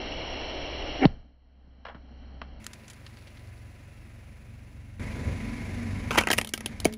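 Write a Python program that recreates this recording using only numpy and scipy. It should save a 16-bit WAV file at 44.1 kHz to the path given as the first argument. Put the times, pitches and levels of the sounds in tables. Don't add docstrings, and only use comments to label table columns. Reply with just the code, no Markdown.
import sys
import numpy as np
from scipy import signal
from scipy.fft import rfft, irfft, next_fast_len
from scipy.io import wavfile

SR = 44100
rng = np.random.default_rng(int(sys.argv[2]) if len(sys.argv) > 2 else 0)


def transcribe(u):
    v = np.clip(np.atleast_2d(u).T, -1, 1)
    q = np.round(v * 32767).astype(np.int16)
    wavfile.write(sys.argv[1], SR, q)


N = 307377
TIME_S = np.arange(N) / SR

SLOW_SPEED, SLOW_END_S, TOY_START_S = .3, 2.6, 4.996
BURST_S, SPLIT_S, DROP_S = 1.053, 6.313, 6.8535

# leaking can, engine rumble, air. pitch_hz, relative_db_per_hz
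LEAK_SPECTRUM = [(41, -30.5), (70, -5.5), (195, -13.5), (287, -2.5), (471, -5), (620, -2), (870, -8.5),
                 (1130, -15), (1670, -17), (2240, -10), (2500, -9.5), (2890, -4.5), (3610, -16.5),
                 (4250, -14.5), (4750, -28.5), (5600, -16), (7280, -56.5), (12300, -120)]
RUMBLE_SPECTRUM = [(14, -3.5), (30, -7.5), (42, -3.5), (60, -12.5), (200, -23.5)]
SLOW_AIR_SPECTRUM = [(59, -50.5), (100, -5.5), (279, 2), (336, -12.5), (717, -8.5), (972, -18.5),
                     (1320, -19), (2540, -21.5), (3110, -16.5), (3550, -34), (4210, -19.5), (4730, -36),
                     (5600, -28.5), (7280, -48.5), (12300, -120)]
AIR_DB, RUMBLE_DB, SLOW_HUM_DB = -53, -49, -46

# start_s, depth_db
BACKGROUND_DIPS = [(1.06, 16), (6.19, 7), (6.375, 16.5), (6.66, 7.5), (6.853, 17)]
SINK_S, RECOVER_DB_PER_S = 0.096, 62

# time_s, rate_hz
FIRING_RATE = [(2.6, 23.6), (3.5, 22.7), (4.99, 22.7), (5.07, 23.2), (5.3, 24.3), (5.8, 23.5), (6.97, 23.3)]
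# firing_rate_multiple, relative_db
CAN_ORDERS = [(1, -15), (2, -4), (3, 0.5), (4, 0.5), (5, -1.5), (6, -9), (7, -21), (8, -21.5), (9, -21),
              (10, -13.5), (11, -35), (12, -21.5)]
TOY_ORDERS = [(1, -12), (2, -1.5), (3, -1.5), (4, 0.5), (5, -10), (6, -11), (7, -17), (8, -12), (9, -9.5),
              (10, -2), (11, -14), (12, -15.5)]
# pitch_hz, relative_db_per_hz
CAN_CLATTER_SPECTRUM = [(180, -2), (300, 1), (476, -6.5), (535, -1.5), (892, -10), (1000, -13),
                        (1050, -11.5), (2070, -6.5), (2740, -8.5), (3020, -16), (6900, -22), (8420, -24),
                        (10300, -19), (12100, -29), (15500, -27)]
TOY_CLATTER_SPECTRUM = [(180, -18), (300, -3.5), (446, -4), (937, -12), (1020, -12.5), (1280, -13),
                        (1370, -13.5), (2210, -5.5), (3020, -19), (6790, -24.5), (8280, -29), (10400, -24),
                        (12100, -41), (13400, -33), (15500, -43)]
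# pitch_hz, width_hz, relative_db
BAY_RESONANCES = [(92, 37, 1.5), (227.7, 34.6, -2), (281.3, 10.5, -0.5), (2180, 56, -17.5)]
CAN_EXHAUST_DB, CAN_CLATTER_DB = -50, -54.5
EXHAUST_DB_PER_S, CLATTER_DB_PER_S = 2.5, -2
TOY_EXHAUST_DB, TOY_CLATTER_DB = -35.5, -44.5
WHINE_HZ = 994

# pitch_hz, width_hz, relative_db
BOARD_RESONANCES = [(80, 8.5, 2), (137, 44, -10.5), (513, 120, -24.5)]
BOARD_DB = -27

# start_s, level_db
DROP_THUDS = [(1.67, -55), (1.946, -44), (2.106, -49.5), (2.34, -46.5), (2.416, -46)]
# start_s, level_db, t60_s
FOAM_SPLASHES = [(1.8509, -39.5, 0.062), (1.8655, -41.5, 0.087), (1.8845, -43.5, 0.071), (1.896, -43, .17),
                 (1.946, -48, 0.11), (2.416, -38, .018)]
SPLASH_SNAP_DB, SNAP_DB_PER_S = -2.5, -55

# start_s, level_db, t60_s
TREAD_TICKS = [(2.6423, -52, .035), (2.6656, -40, 0.0092), (2.733, -48, 0.031), (2.8806, -52.5, .046),
               (2.9, -49, .058), (2.933, -57, 0.03), (3.065, -47, 0.031), (3.1707, -55, .03),
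               (3.272, -52.5, 0.094), (3.371, -55.5, 0.058)]
CAN_END_S, METAL_SNAP_DB, GRIT_SNAP_DB = 3.0, 0.5, -15
FIZZ_DB = -67.5

# pitch_hz, level_db, t60_s
CAVITY_MODES = [(221, -34, 1.1), (426, -36, .45), (625, -37, .2), (872, -44, .14)]

# start_s, piece_pitch_hz, level_db
TOY_CRACKS = [(6.1078, 1152, -27.5), (6.114, 1250, -32.5), (6.149, 1450, -35), (6.157, 1180, -30),
              (6.1764, 1600, -23.5), (6.1791, 990, -21.5), (6.1821, 1400, -20.5), (6.1852, 2000, -17.5),
              (6.2083, 2300, -33.5), (6.2126, 1330, -30), (6.236, 1270, -33), (6.2716, 1420, -24.5),
              (6.2855, 1630, -32.5), (6.303, 1720, -22.5), (6.3116, 2920, -29), (6.3146, 2720, -25),
              (6.33, 2630, -28), (6.3337, 2120, -25.5), (6.3675, 4500, -54), (6.3755, 2660, -45),
              (6.381, 3000, -30.5), (6.3852, 1730, -22.5), (6.4132, 2300, -32.5), (6.4471, 2830, -39.5),
              (6.4728, 3400, -43), (6.4908, 4830, -45.5), (6.5369, 2840, -28.5), (6.5767, 2430, -41),
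              (6.6068, 1900, -41), (6.6596, 3440, -32), (6.8013, 3830, -41), (6.8466, 3840, -37.5),
              (6.8527, 2530, -24.5), (6.9255, 2880, -49.5), (6.9373, 3630, -46)]
# pitch_hz, width_hz, relative_db
SHELL_RESONANCES = [(970, 135, 5.5), (1110, 44, 1.5), (1280, 85, 5.5), (1578, 76, 4), (1923, 64, -2),
                    (2160, 140, -0.5), (2260, 110, 1), (2700, 350, 2), (3095, 190, -0.5)]
PIECE_REF_HZ = 2000
THUD_DB, THUD_DB_PER_OCTAVE = -4.5, -0.5
BUCKLE_SNAP_DB, SPLIT_SNAP_DB = -11.5, -3.5
SNAP_DB_PER_OCTAVE = 4.5
GRIND_DB = -33.5

# pitch_hz, width_hz, relative_db
TEAR_RESONANCES = [(285, 44, 6), (362, 130, 1.5), (779, 62, -1), (1350, 110, -16), (1800, 170, -11),
                   (2270, 200, -11), (3000, 700, -29.5)]
LEAK_DB, SPRAY_DB, SPRAY_T60_S = -36, -59.5, .38
TEAR_DB, TEAR_S = -14.5, 0.025

# low_hz, high_hz
MIC_STOP_BANDS = [(11700, 12400), (15600, 16400)]
CUTOFF_HZ = 16000


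def from_db(db):
    return 10 ** (np.asarray(db) / 20)


def rms_one(x):
    return x / np.sqrt(np.mean(x ** 2) + 1e-20)


def cut(x, hz, kind, order=2):
    sos = signal.butter(order, np.clip(hz, 10, .45 * SR), kind, fs=SR, output="sos")
    return signal.sosfilt(sos, x + 1e-18)


def band(low_hz, high_hz, order=2):
    return lambda x: cut(x, [low_hz, high_hz], "band", order)


def noise(spectrum):
    hz, db = np.transpose(spectrum)
    size = next_fast_len(N)
    f = np.maximum(np.arange(size // 2 + 1) * SR / size, 1)
    ends = np.minimum(1, np.minimum(f / hz[0], hz[-1] / f)) ** 2
    gain = from_db(np.interp(np.log(f), np.log(hz), db)) * ends
    return rms_one(irfft(rfft(rng.standard_normal(size)) * gain, size)[:N])


def drift(rate_hz):
    knots = rng.standard_normal(1024)
    return np.interp(TIME_S * rate_hz, np.arange(len(knots)), knots)


def resonate(x, modes):
    out = 0
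    for k, (hz, width_hz, db) in enumerate(modes):
        r = np.exp(-np.pi * width_hz / SR)
        b = (1 - r * r) / 2 * np.array([1, 0, -1])
        a = [1, -2 * r * np.cos(2 * np.pi * hz / SR), r * r]
        out = out + (-1) ** k * from_db(db) * signal.lfilter(b, a, x + 1e-18)
    return out


def envelope(start_s, end_s, attack_s, t60_s):
    early_s = np.maximum(start_s - TIME_S, 0)
    late_s = np.maximum(TIME_S - end_s, 0)
    return from_db(-60 * np.minimum(early_s / attack_s + late_s / t60_s, 4))


def add(out, start_s, sound):
    i = int(start_s * SR)
    out[i:i + len(sound)] += sound[:N - i]


def fracture(level_db, colour, t60_s, tail_db, tail_t60_s):
    t = TIME_S[:SR // 4]
    slips, scatter = rng.standard_normal((2, len(t)))
    shower = slips * from_db(-60 * t / t60_s)
    tail = scatter * from_db(tail_db - 60 * t / tail_t60_s)
    burst = colour(shower + tail)
    return from_db(level_db) * burst / np.sqrt(np.sum(burst ** 2) / (SR / 100))


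def thump(start_s, level_db, start_hz, end_hz, glide_s, rise_s, t60_s):
    t = np.maximum(TIME_S - start_s, 0)
    cycles = end_hz * t + (start_hz - end_hz) * glide_s * (1 - np.exp(-t / glide_s))
    decay = from_db(level_db - 60 * np.minimum(t / t60_s, 4))
    return decay * (1 - np.exp(-t / rise_s)) * -np.sin(2 * np.pi * cycles)


def dips(speed):
    depth_db = np.zeros(N)
    for start_s, db in BACKGROUND_DIPS:
        t = (TIME_S - start_s) * speed
        sinking = db * t / SINK_S
        recovering = db - RECOVER_DB_PER_S * (t - SINK_S)
        depth_db = np.maximum(depth_db, np.minimum(sinking, recovering))
    return from_db(-depth_db)


def slow_surroundings():
    background = dips(SLOW_SPEED)
    echo = envelope(BURST_S, BURST_S, attack_s=.01, t60_s=.3)
    buffeting = envelope(0, BURST_S, attack_s=.01, t60_s=.2)
    air = from_db(AIR_DB) * background + from_db(-41.5) * echo
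    rumble = from_db(RUMBLE_DB) * background + from_db(-47) * buffeting + from_db(-25.5) * echo
    exhaust = np.sin(2 * np.pi * 28.7 * TIME_S)
    throb = 0.78 * noise(RUMBLE_SPECTRUM) + 0.69 * exhaust * from_db(3 * drift(9))
    cavity = np.sqrt(2) * np.sin(2 * np.pi * 64.6 * TIME_S) * from_db(.8 * drift(8))
    hum = from_db(SLOW_HUM_DB) * background ** 0.83 * cavity
    return air * noise(SLOW_AIR_SPECTRUM) + rumble * throb + hum


def engine(exhaust_db, clatter_db, orders, clatter_spectrum, waver_db, stagger, beat, bay_db, whine_db):
    turn = 2 * np.pi * np.cumsum(np.interp(TIME_S, *np.transpose(FIRING_RATE))) / SR
    drone = 0
    for k, db in orders:
        level = from_db(db + waver_db * drift(14))
        drone = drone + level * np.cos(k * turn - .6 * k * k + stagger * k * drift(14))
    bay = from_db(bay_db) * rms_one(resonate(rng.standard_normal(N), BAY_RESONANCES))
    clatter = (1 + beat * np.cos(turn)) * noise(clatter_spectrum)
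    whine_level = from_db(whine_db + 1.5 * drift(10))
    whine = whine_level * np.sin(2 * np.pi * WHINE_HZ * TIME_S + .6 * drift(20))
    return from_db(exhaust_db) * (rms_one(drone) + bay) + from_db(clatter_db) * (clatter + whine)


def tyre_hum():
    on_can = from_db(-51.5) * envelope(SLOW_END_S, 2.606, attack_s=.01, t60_s=1.0)
    on_toy = from_db(-48.0) * envelope(6.5, DROP_S, attack_s=18, t60_s=.1) * (TIME_S >= TOY_START_S)
    level = from_db(-67.5) + on_can + on_toy
    tone = np.sqrt(2) * np.sin(2 * np.pi * 218 * TIME_S + 0.8 * drift(10))
    return level * tone * from_db(1.6 * drift(11))


def nail_board():
    groan = rms_one(resonate(rng.standard_normal(N), BOARD_RESONANCES))
    return from_db(BOARD_DB) * envelope(5.27, 5.325, attack_s=0.42, t60_s=0.22) * groan


def spatter():
    out = np.zeros(N)
    for start_s, db in DROP_THUDS:
        add(out, start_s, fracture(db + .5, band(117, 267), t60_s=0.082, tail_db=-31, tail_t60_s=0.18))
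    for start_s, db, t60_s in FOAM_SPLASHES:
        snap_db = db + SPLASH_SNAP_DB + SNAP_DB_PER_S * t60_s
        body = fracture(db + .5, band(460, 1600, order=3), t60_s, tail_db=-24, tail_t60_s=0.21)
        snap = fracture(snap_db, band(1900, 3350), 0.78 * t60_s, tail_db=-21.0, tail_t60_s=0.17)
        add(out, start_s, body)
        add(out, start_s, snap)
    return out


def flat_can():
    out = np.zeros(N)
    for start_s, db, t60_s in TREAD_TICKS:
        snap_db = db + (METAL_SNAP_DB if start_s < CAN_END_S else GRIT_SNAP_DB)
        add(out, start_s, fracture(db, band(1270, 4300), t60_s, tail_db=-24, tail_t60_s=.08))
        add(out, start_s, fracture(snap_db, band(5400, 10600), t60_s, tail_db=-28, tail_t60_s=0.09))
    bubbles = rng.random(N) < 200 / SR
    grains = bubbles * rng.standard_normal(N) * from_db(3.6 * drift(40))
    fizz = rms_one(resonate(grains, [(4200, 880, 4), (5660, 700, -1), (9800, 3400, -6)]))
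    return out + from_db(FIZZ_DB) * envelope(2.92, 3.12, attack_s=1.4, t60_s=3.3) * fizz


def tyre_drop():
    t = np.maximum(TIME_S - DROP_S, 0)
    ring = sum(from_db(db - 60 * t / t60_s) * np.sin(2 * np.pi * hz * t) for hz, db, t60_s in CAVITY_MODES)
    knock = fracture(-20.5, band(510, 716), t60_s=0.035, tail_db=-21, tail_t60_s=0.18)
    add(ring, DROP_S, knock)
    return ring + thump(DROP_S, level_db=0, start_hz=720, end_hz=145, glide_s=0.0034, rise_s=0.0021,
                        t60_s=0.0283)


def toy():
    out = np.zeros(N)
    for start_s, hz, db in TOY_CRACKS:
        before_split = start_s < SPLIT_S
        octaves = np.log2(hz / PIECE_REF_HZ)
        thud_db = db + THUD_DB + THUD_DB_PER_OCTAVE * octaves
        snap_db = db + (BUCKLE_SNAP_DB if before_split else SPLIT_SNAP_DB) + SNAP_DB_PER_OCTAVE * octaves
        shell = [(f, width_hz, mode_db - 7 * abs(np.log2(f / hz)) + rng.normal(0, 4.7))
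                 for f, width_hz, mode_db in SHELL_RESONANCES]
        piece = lambda x: resonate(x, shell) + from_db(4.0) * resonate(x, [(hz, 0.33 * hz, 0)])
        tilt_db_per_octave = 4.8 * octaves - (1.5 if before_split else 0)
        splinters = [(f * np.exp(rng.normal(0, 0.053)), 1100, mode_db + tilt_db_per_octave * np.log2(f / 8000))
                     for f, mode_db in [(5000, -3), (6600, -1.0), (9300, 2.5), (10400, 1.0), (13300, -5.5)]]
        splinter = lambda x: resonate(x, splinters)
        add(out, start_s, fracture(thud_db, band(164, 700), t60_s=0.021, tail_db=-15.5, tail_t60_s=0.11))
        add(out, start_s, fracture(db + 1, piece, t60_s=0.016, tail_db=-19.0, tail_t60_s=0.094))
        add(out, start_s, fracture(snap_db, splinter, t60_s=0.014, tail_db=-16.5, tail_t60_s=0.076))
    slips = (rng.random(N) < 1500 / SR) * rng.standard_normal(N) * from_db(3.0 * drift(120))
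    shell_grind = cut(resonate(slips, SHELL_RESONANCES), 1800, "low", order=1)
    scrape = 0.11 * cut(slips, [500, 10000], "band")
    grind = rms_one(shell_grind + scrape)
    return out + from_db(GRIND_DB) * envelope(6.137, 6.195, attack_s=0.12, t60_s=0.23) * grind


def can_burst():
    jet = from_db(LEAK_DB) * envelope(0, BURST_S, attack_s=.01, t60_s=.055)
    spray = from_db(SPRAY_DB) * envelope(BURST_S, BURST_S, attack_s=.01, t60_s=SPRAY_T60_S)
    leak = (jet + spray) * noise(LEAK_SPECTRUM) * from_db(.5 * drift(40))
    flutter = np.sin(2 * np.pi * np.cumsum(280 * (1 + .05 * drift(150))) / SR)
    rip = rms_one(resonate(rng.standard_normal(N) * (1 + .6 * flutter), TEAR_RESONANCES))
    tear = from_db(TEAR_DB) * envelope(BURST_S - TEAR_S, BURST_S, attack_s=.066, t60_s=.014)
    out = leak + tear * (.95 * flutter + .62 * rip)
    crack = fracture(-24.5, band(1800, 4500), t60_s=.012, tail_db=-36.5, tail_t60_s=.15)
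    buckle = fracture(-20.5, band(480, 800), t60_s=.02, tail_db=-29.5, tail_t60_s=.15)
    add(out, BURST_S, crack)
    add(out, BURST_S, buckle)
    return out + thump(1.0543, level_db=2.3, start_hz=293, end_hz=69.4, glide_s=0.0075, rise_s=0.00099,
                       t60_s=0.039)


def microphone(x, speed):
    ceiling = 0.78
    x = ceiling * np.tanh(x / ceiling)
    x = x - .75 * resonate(x, [(8450 * speed, 800 * speed, 0)])
    x = x - 1.1 * resonate(x, [(12050 * speed, 1000 * speed, 0)])
    for stop_hz in MIC_STOP_BANDS:
        x = cut(x, np.array(stop_hz) * speed, "stop", order=3)
    top_hz = 19300 * speed
    return signal.sosfilt(signal.ellip(10, .2, 80, top_hz, fs=SR, output="sos"), x)


def scene():
    slowed = (slow_surroundings() + spatter() + can_burst()) * (TIME_S < SLOW_END_S)
    rolled_s = TIME_S - SLOW_END_S
    passing = engine(CAN_EXHAUST_DB + EXHAUST_DB_PER_S * rolled_s, CAN_CLATTER_DB + CLATTER_DB_PER_S * rolled_s,
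                     CAN_ORDERS, CAN_CLATTER_SPECTRUM, waver_db=3.5, stagger=0.056, beat=0.15,
                     bay_db=-11.0, whine_db=-14)
    close = engine(TOY_EXHAUST_DB, TOY_CLATTER_DB, TOY_ORDERS, TOY_CLATTER_SPECTRUM,
                   waver_db=4.2, stagger=0.063, beat=0.18, bay_db=-3.5, whine_db=-11)
    rolling = passing + flat_can()
    crushing = close * dips(0.85) + nail_board() + tyre_drop() + toy()
    live = np.where(TIME_S < TOY_START_S, rolling, crushing) + tyre_hum()
    live = live * (TIME_S >= SLOW_END_S)
    return (microphone(slowed, SLOW_SPEED) + microphone(live, 1))[None]


def record(dry):
    return signal.sosfilt(signal.ellip(10, .2, 80, CUTOFF_HZ, fs=SR, output="sos"), dry)


dry = scene()
out = record(dry)
transcribe(out)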